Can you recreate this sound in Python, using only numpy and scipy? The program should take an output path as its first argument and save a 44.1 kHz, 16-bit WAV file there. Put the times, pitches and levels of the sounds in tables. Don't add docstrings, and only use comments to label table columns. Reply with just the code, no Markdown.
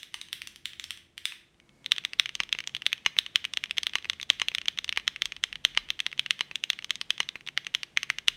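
import sys
import numpy as np
from scipy import signal
from scipy.fft import rfft, irfft
from scipy.io import wavfile

SR = 44100
rng = np.random.default_rng(int(sys.argv[2]) if len(sys.argv) > 2 else 0)


def unload_wav(signal):
    wavfile.write(
        sys.argv[1],
        SR,
        np.round(np.clip(np.atleast_2d(signal).T, -1, 1) * 32767).astype(np.int16),
    )


N = 368676

# contact in [s], clack in [dB], keycap pitch in [Hz],
# hollow re clack in [dB]. All clack levels are nominal, before the radiation cut.
PRESSES = [(-0.03, -19, 3360, -16), (0.0308, -23.5, 3430, -5), (0.3292, -14, 3340, -7.5),
           (0.4184, -21.5, 2730, -16), (0.6559, -14, 3420, -8), (0.797, -20.5, 3430, -3),
           (0.9066, -15.5, 3120, -4.5), (1.1788, -22, 2880, -8), (1.2544, -9.5, 3490, -5.5),
           (1.8612, -14, 3520, -7.5), (1.919, 0.5, 3590, -9), (1.9821, -12.5, 3050, -7.5),
           (2.0498, -9, 3400, -5), (2.197, 1, 3390, -6.5), (2.2585, -14, 2980, -37),
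           (2.527, -5.5, 3290, -43), (2.749, -13.5, 3030, -25), (2.8645, -2.5, 3540, -6.5),
           (2.9293, -6.5, 3110, -15), (3.1874, 0.5, 3620, -11.5), (3.358, -0.5, 3060, -11.5),
           (3.4512, -12, 2930, -40), (3.5722, -7, 3370, -6), (3.6387, -12, 2900, -27),
           (3.7098, -12, 3300, -38), (3.782, -6, 3250, -4), (3.8678, -7, 3380, -6.5),
           (4.0982, -6, 3400, -6.5), (4.3011, 0, 3300, -7), (4.4844, -8, 3230, -40),
           (4.549, -8.5, 3480, -3.5), (4.5834, -13.5, 2940, -38), (4.683, -7, 3140, -29),
           (4.7872, -9.5, 3360, -5.5), (4.892, -10, 3500, -7), (4.9258, -14, 2730, -27),
           (5.078, -4, 3170, -4.5), (5.2201, -5.5, 3270, -5), (5.4382, -4.5, 3080, -5.5),
           (5.65, 0, 3100, -7.5), (5.9036, -7, 3310, -7.5), (6.0025, -9, 3130, -7.5),
           (6.0646, -8.5, 3400, -4), (6.1942, -6, 3140, -47), (6.3076, -3, 3050, -8),
           (6.5565, -11, 3280, -40), (6.6384, -9, 3340, -47), (6.7014, -4, 3310, -6),
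           (6.9065, -5.5, 3250, -5.5), (7.1051, -4, 3090, -10), (7.2893, -14.5, 3540, -8),
           (7.5755, -6.5, 2910, -0.5), (7.7488, -4.5, 3540, -6.5), (7.973, -5, 2900, -1.5),
           (8.1012, -6.5, 2430, -36), (8.2826, 1.5, 3470, -7.5)]
# contact in [s], clack in [dB],
# keycap pitch in [Hz], snap re clack in [dB].
RETURNS = [(0.2139, -24, 3850, -9.5), (0.4724, -25.5, 3300, -4.5), (0.5598, -32.5, 3120, -7),
           (0.7333, -29.5, 3000, -18), (0.8406, -23.5, 3320, -5), (1.963, -23, 3040, -14),
           (2.1335, -20.5, 2660, -7.5), (2.292, -19.5, 2800, -12), (2.3522, -16, 3300, -4),
           (2.4342, -20.5, 3250, -8.5), (2.4912, -26.5, 3230, -13), (2.5876, -16.5, 2830, -11),
           (2.6039, -20.5, 2730, -8.5), (2.6738, -17, 3400, -3), (2.7657, -19, 3300, -10),
           (2.8203, -20.5, 2880, -13.5), (3.2631, -19, 2900, -15), (3.5362, -16, 3360, -5.5),
           (3.832, -15.5, 3250, -4.5), (3.9842, -21.5, 3230, -14), (4.1991, -24.5, 2500, -15),
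           (4.2134, -24.5, 3670, -4.5), (4.2287, -19.5, 3400, -3.5), (4.3982, -16, 2770, -9),
           (4.6152, -22.5, 2820, -12), (4.657, -24, 2740, -10), (4.844, -18, 3400, -4.5),
           (5.161, -21.5, 2600, -14), (5.2559, -13.5, 3200, -5.5), (5.3211, -18, 2800, -13.5),
           (5.5277, -18.5, 2690, -13.5), (5.5562, -20.5, 2920, -13), (6.128, -23, 2600, -16),
           (6.2617, -16.5, 2620, -14), (6.7317, -20.5, 3000, -12), (6.7894, -23, 2680, -11),
           (6.8445, -19, 3380, -6), (6.9558, -22, 3820, -4), (7.0132, -13.5, 3110, -6),
           (7.474, -20, 3500, -12), (7.487, -19, 2760, -13.5), (7.6674, -16.5, 2800, -10.5),
           (7.8322, -16.5, 2800, -6.5), (8.031, -14, 2730, -5.5), (8.1852, -16.5, 2760, -8.5)]
# contact in [s], clack in [dB].
BAR_DOWN = [(0.1421, -19), (2.4024, -9.5), (3.062, -5), (3.9546, -7.5), (4.4168, -8.5), (4.974, -9),
            (5.7741, -6), (6.4081, -9), (7.203, -7.5)]
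# contact in [s], clack in [dB].
BAR_UP = [(1.3215, -27.5), (2.5493, -23.5), (3.1664, -25), (4.054, -25.5), (4.5163, -28.5), (6.5122, -24.5),
          (7.3561, -23.5)]
# contact in [s], clack in [dB].
TOUCHES = [(0.1244, -48), (0.2854, -37), (0.9737, -33.5), (1.544, -53), (1.6, -42), (1.6924, -43.5),
           (1.8444, -36), (1.912, -26), (2.0384, -32.5), (2.234, -33), (2.6395, -30.5), (2.694, -31),
           (2.919, -33), (2.9786, -33.5), (3.05, -29.5), (3.443, -20), (3.6576, -28), (3.6959, -34),
           (3.7693, -26), (3.8948, -28), (3.935, -20.5), (4.025, -34), (4.0452, -24.5), (4.1325, -23.5),
           (4.3325, -29), (4.7749, -23), (4.879, -28), (4.9612, -25), (4.998, -27), (5.365, -24.5),
           (5.7492, -28.5), (5.888, -29), (5.9918, -21), (6.1155, -31), (6.1776, -29), (6.3921, -24),
           (6.824, -29), (6.895, -30.5), (7.1795, -23.5), (7.23, -27), (7.4086, -34.5), (7.465, -29.5),
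           (7.647, -30), (7.7415, -24.5), (8.277, -24.5)]
# pitch in [Hz], thump, hollow and snap re clack in [dB].
BAR_DOWN_COLOUR = (2878, -31.5, -5.5, -10.5)
BAR_UP_COLOUR = (2527, -22.5, -11, -16.5)
TOUCH_COLOUR = (3018, -37.5, -7, -11.5)

# multiple of the cap pitch in [1], relative level in [dB], nominal t60 in [s].
CLACK_MODES = [(1.0, 10, 0.0054), (.86, 0, 0.0093), (1.04, -3, 0.0056), (1.2, 6, 0.0014)]
THUMP_MODES = [(178, -8.5, 0.055), (426, 9, 0.0096)]
KNOCK_MODES = [(949, 16, 0.005), (1142, -10, 0.036)]
HOLLOW_MODES = [(1513, -7, 0.0055), (2153, 8.5, 0.0054), (2700, -51, .007)]
SNAP_MODES = [(4700, 4.5, 0.0029), (5410, -4, 0.0056), (6227, 1, 0.0038)]
TICK_MODES = [(7034, 4.5, 0.0018), (8820, 11.5, 0.0011), (10820, -9.5, 0.0027), (14140, -8.5, 0.0018)]
WIRE_MODES = [(4040, 0, 0.12), (5150, -5, 0.07)]

# time in [s], room re keys in [dB at 3 kHz], room brightness
# in [dB per octave], tick re snap in [dB], hush in [dB], rumble in [dB], desk thump offset in [dB].
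MICS = [(1.45, -13.5, 1.5, -1, -71, -71, -14), (1.8, -27.5, 0, -9, -64.5, -71, 6)]
# frequency in [Hz], t60 in [s].
ROOM_T60 = [(500, 0.69), (3000, 0.42), (14000, 0.32)]
# frequency in [Hz], relative density in [dB per Hz].
ROOM_COLOUR = [(290, -51), (500, -49), (819, -26), (1690, -2), (3390, 2), (4470, -11), (5880, -10.5),
               (7800, -24), (11000, -25), (14000, -27), (16000, -33)]

# frequency in [Hz], relative density in [dB per Hz].
HUSH_COLOUR = [(40, -20), (200, -2), (330, -7.5), (890, -15.5), (2200, -19), (9000, -28.5), (16000, -45.5)]
# frequency in [Hz], width in [Hz].
DESK_TONES = [(39, 9.0), (82, 7.1), (139, 2.7)]
# time in [s], rms level of each of the three tones in [dB].
DESK_TONE_LEVELS = [(0.0, -76, -84, -84), (0.18, -74, -79, -82), (0.9, -85, -67.5, -92),
                    (1.82, -80, -90, -73), (2.51, -63, -76, -73), (2.62, -83, -80, -67),
                    (3.66, -80, -68, -75), (5.85, -61.5, -71.5, -71), (6.13, -80, -84, -65.5),
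                    (6.77, -81, -95, -73), (8.04, -75, -88, -67.5), (8.27, -62, -68, -66)]
# frequency in [Hz], rms level far in [dB], rms level close in [dB].
FAN = (340, -76, -82)
# start in [s], end in [s], frequency in [Hz], rms level in [dB], width in [Hz].
WHISTLE = (1.62, 1.87, 2203, -73, 20)

PRESS_THUMP_DB, PRESS_SNAP_DB = -52.5, -11.5
RETURN_THUMP_DB, RETURN_HOLLOW_DB = -40, -8
FAR_SNAP_LIFT_DB = 3
KNOCK_DB_PER_THUMP_DB, KNOCK_OFFSET_DB = 0.48, 10
WIRE_OFFSET_DB = 6

PITCH_SPREAD, STRENGTH_SPREAD_DB = .025, 2.5
TOUCH_PITCH_SPREAD = .08
WIRE_PITCH_SPREAD = .004
RING_DB_PER_THUMP_DB, PLAIN_THUMP_DB = 0.21, -49
CONTACT_S = .0003
RADIATION_HZ = 1004

BLOW_SAMPLES = 2600
OPENING_SAMPLES = 40
RATTLE_DB, RATTLE_T60_S = -33.5, 0.032
SLIDE_DB, SLIDE_S = -49.5, 0.0075
LANDING_DB, LANDING_SPREAD_DB, LANDING_S = -34, 5, .008

PLACES = 6
FIRST_ECHO_S = 0.00067
OWN_COLOUR_DB = 1.5
NOTCH_HZ, NOTCH_WIDTH_HZ = 6850, 400
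RUMBLE_BAND_HZ, RUMBLE_SWING_DB = (35, 220), 2.0
LOW_CUT_HZ, CUTOFF_HZ = 30, 16650


def keys():
    columns = contacts()
    start_s = columns[0]
    blows, longer = blow(*columns)
    hits = blows + rattle(blows, longer)
    approaches = approach(blows)
    typing = np.zeros((2 * PLACES, N + 3 * BLOW_SAMPLES))
    kicks = np.zeros((2 * PLACES, N + BLOW_SAMPLES))
    starts = np.round(start_s * SR).astype(int) + BLOW_SAMPLES
    close = start_s > MICS[0][0]
    rows = (PLACES * (rng.random(len(start_s)) + close)).astype(int)
    for row, at, lead, hit in zip(rows, starts, approaches, hits):
        typing[row, at:at + 2 * BLOW_SAMPLES] += np.concatenate([lead, hit])
    kicks[rows, starts] = np.linalg.norm(blows, axis=1)
    return typing[:, BLOW_SAMPLES:2 * BLOW_SAMPLES + N], kicks


def contacts():
    rows = [(s, db, hz, PRESS_THUMP_DB, hollow_db, PRESS_SNAP_DB) for s, db, hz, hollow_db in PRESSES]
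    rows += [(s, db, hz, RETURN_THUMP_DB, RETURN_HOLLOW_DB, snap_db) for s, db, hz, snap_db in RETURNS]
    rows += [(*row, *BAR_DOWN_COLOUR) for row in BAR_DOWN]
    rows += [(*row, *BAR_UP_COLOUR) for row in BAR_UP]
    touches = np.array([(*row, *TOUCH_COLOUR) for row in TOUCHES])
    touches[:, 2] *= 1 + TOUCH_PITCH_SPREAD * rng.standard_normal(len(touches))
    return np.vstack([rows, touches]).T


def blow(start_s, clack_db, cap_hz, thump_db, hollow_db, snap_db):
    t = np.arange(BLOW_SAMPLES) / SR
    mics = np.transpose(MICS)
    snap_db = snap_db + FAR_SNAP_LIFT_DB * (start_s < mics[0, 0])
    tick_db = snap_db + np.interp(start_s, mics[0], mics[3])
    desk_db = thump_db + np.interp(start_s, mics[0], mics[6])
    knock_db = hollow_db + KNOCK_DB_PER_THUMP_DB * thump_db + KNOCK_OFFSET_DB
    wire_db = WIRE_OFFSET_DB + thump_db + .5 * clack_db
    longer = from_db(RING_DB_PER_THUMP_DB * (thump_db - PLAIN_THUMP_DB))
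    plain = np.ones_like(longer)
    blows = struck(CLACK_MODES, t, longer, cap_hz[:, None])
    blows += from_db(wire_db)[:, None] * struck(WIRE_MODES, t, plain, spread=WIRE_PITCH_SPREAD)
    parts = ((KNOCK_MODES, knock_db), (HOLLOW_MODES, hollow_db), (SNAP_MODES, snap_db), (TICK_MODES, tick_db))
    for modes, share_db in parts:
        blows = blows + from_db(share_db)[:, None] * struck(modes, t, longer)
    blows = signal.sosfilt(signal.butter(4, RADIATION_HZ, "high", fs=SR, output="sos"), blows)
    blows += from_db(desk_db)[:, None] * struck(THUMP_MODES, t, plain)
    return blows * from_db(clack_db)[:, None], longer


def struck(modes, t, longer, scale=1, spread=PITCH_SPREAD):
    hz, level_db, t60_s = np.transpose(modes)
    draws = rng.standard_normal((len(longer), 2 * len(modes)))
    hz = hz * scale * (1 + spread * draws[:, ::2])
    gains = from_db(level_db + STRENGTH_SPREAD_DB * draws[:, 1::2])
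    decay = from_db(-60 * t / (t60_s * longer[:, None])[..., None])
    sines = np.sin(2 * np.pi * hz[..., None] * t)
    rings = np.sum(gains[..., None] * decay * sines, axis=1)
    rings *= 1 - np.exp(-(t / CONTACT_S) ** 2)
    return rings / np.abs(rings).max(axis=1, keepdims=True)


def rattle(blows, longer):
    t = np.arange(BLOW_SAMPLES) / SR
    fade_db = RATTLE_DB - 60 * t / (RATTLE_T60_S * longer[:, None])
    swarm = rng.standard_normal(blows.shape) * from_db(fade_db)
    return signal.fftconvolve(blows[:, :OPENING_SAMPLES], swarm, axes=1)[:, :BLOW_SAMPLES]


def approach(blows):
    before_s = np.arange(BLOW_SAMPLES)[::-1] / SR
    scrape = rng.standard_normal(blows.shape)
    slide = signal.fftconvolve(blows[:, :OPENING_SAMPLES], scrape, axes=1)[:, :BLOW_SAMPLES]
    slide *= from_db(SLIDE_DB) * np.exp(-(before_s / SLIDE_S) ** 2)
    early = round(LANDING_S * SR)
    landing_db = LANDING_DB + LANDING_SPREAD_DB * rng.standard_normal((len(blows), 1))
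    slide[:, -early:] += blows[:, :early] * from_db(landing_db)
    return slide


def room(typing, kicks):
    t, out = np.arange(SR // 2) / SR, 0
    for row, fed in enumerate(zip(kicks, typing)):
        wet_db, tilt_db = MICS[row // PLACES][1:3]
        board = coloured(ROOM_COLOUR, len(t))
        own = from_db(OWN_COLOUR_DB) * rng.standard_normal(len(t))
        noises = np.array([board, own]) * (1 - np.exp(-(t / FIRST_ECHO_S) ** 2))
        tails = 0
        for k, low_hz in enumerate(250 * 2.0 ** np.arange(7)):
            hz = low_hz * np.sqrt(2)
            t60_s = at_hz(ROOM_T60, hz)
            edges_hz = [low_hz, min(2 * low_hz, SR // 2 - 1000)]
            bands = signal.sosfilt(signal.butter(2, edges_hz, "band", fs=SR, output="sos"), noises)
            bands *= from_db(-60 * t / t60_s) * np.sqrt(np.log(1e6) / (t60_s * SR))
            tails = tails + (-1) ** k * from_db(wet_db + tilt_db * np.log2(hz / 3000)) * bands
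        out = out + signal.oaconvolve(np.array(fed), tails, axes=1).sum(axis=0)[:kicks.shape[1]]
    return out


def hush():
    return from_db(in_time(MICS)[3]) * coloured(HUSH_COLOUR, N)


def rumble():
    band = signal.butter(2, RUMBLE_BAND_HZ, "band", fs=SR, output="sos")
    noise = signal.sosfilt(band, rng.standard_normal(N))
    swing = np.interp(np.arange(N) / SR, np.arange(30) / 3, rng.standard_normal(30))
    return from_db(in_time(MICS)[4] + RUMBLE_SWING_DB * swing) * rms_one(noise)


def desk_tones():
    levels_db = in_time(DESK_TONE_LEVELS)
    return sum(from_db(db) * narrow_noise(*tone) for tone, db in zip(DESK_TONES, levels_db))


def fan():
    now = np.arange(N) / SR
    hz, far_db, close_db = FAN
    level_db = np.interp(now, np.array(MICS)[:, 0], [far_db, close_db])
    return from_db(level_db) * np.sqrt(2) * np.sin(2 * np.pi * hz * now)


def whistle():
    start, end, hz, level_db, width_hz = WHISTLE
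    swell = np.interp(np.arange(N) / SR, [start - .03, start, end], [0, 1, 1], right=0)
    return from_db(level_db) * swell * narrow_noise(hz, width_hz)


def from_db(db):
    return 10 ** (np.asarray(db) / 20)


def rms_one(x):
    return x / np.sqrt(np.mean(x ** 2) + 1e-20)


def in_time(rows):
    s, *columns = np.transpose(rows)
    return [np.interp(np.arange(N) / SR, s, c) for c in columns]


def at_hz(points, hz):
    table_hz, values = np.transpose(points)
    return np.interp(np.log(hz), np.log(table_hz), values)


def narrow_noise(hz, width_hz):
    r = np.exp(-np.pi * width_hz / SR)
    poles = [1, -2 * r * np.cos(2 * np.pi * hz / SR), r * r]
    return rms_one(signal.lfilter([1], poles, rng.standard_normal(N)))


def coloured(spectrum, size):
    hz = np.maximum(np.fft.rfftfreq(size, 1 / SR), 1)
    shaped = rfft(rng.standard_normal(size)) * from_db(at_hz(spectrum, hz))
    return rms_one(irfft(shaped, size))


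def scene():
    typing, kicks = keys()
    sound = typing.sum(axis=0) + room(typing, kicks)
    sound = signal.lfilter(*signal.iirnotch(NOTCH_HZ, NOTCH_HZ / NOTCH_WIDTH_HZ, SR), sound)
    background = hush() + desk_tones() + rumble() + fan() + whistle()
    return (sound[BLOW_SAMPLES:] + background)[None]


def record(dry):
    dry = signal.sosfilt(signal.butter(4, LOW_CUT_HZ, "high", fs=SR, output="sos"), dry)
    top_cut = signal.cheby2(16, 60, CUTOFF_HZ, fs=SR, output="sos")
    return signal.sosfilt(top_cut, np.clip(dry, -1, 1))


dry = scene()
out = record(dry)
unload_wav(out)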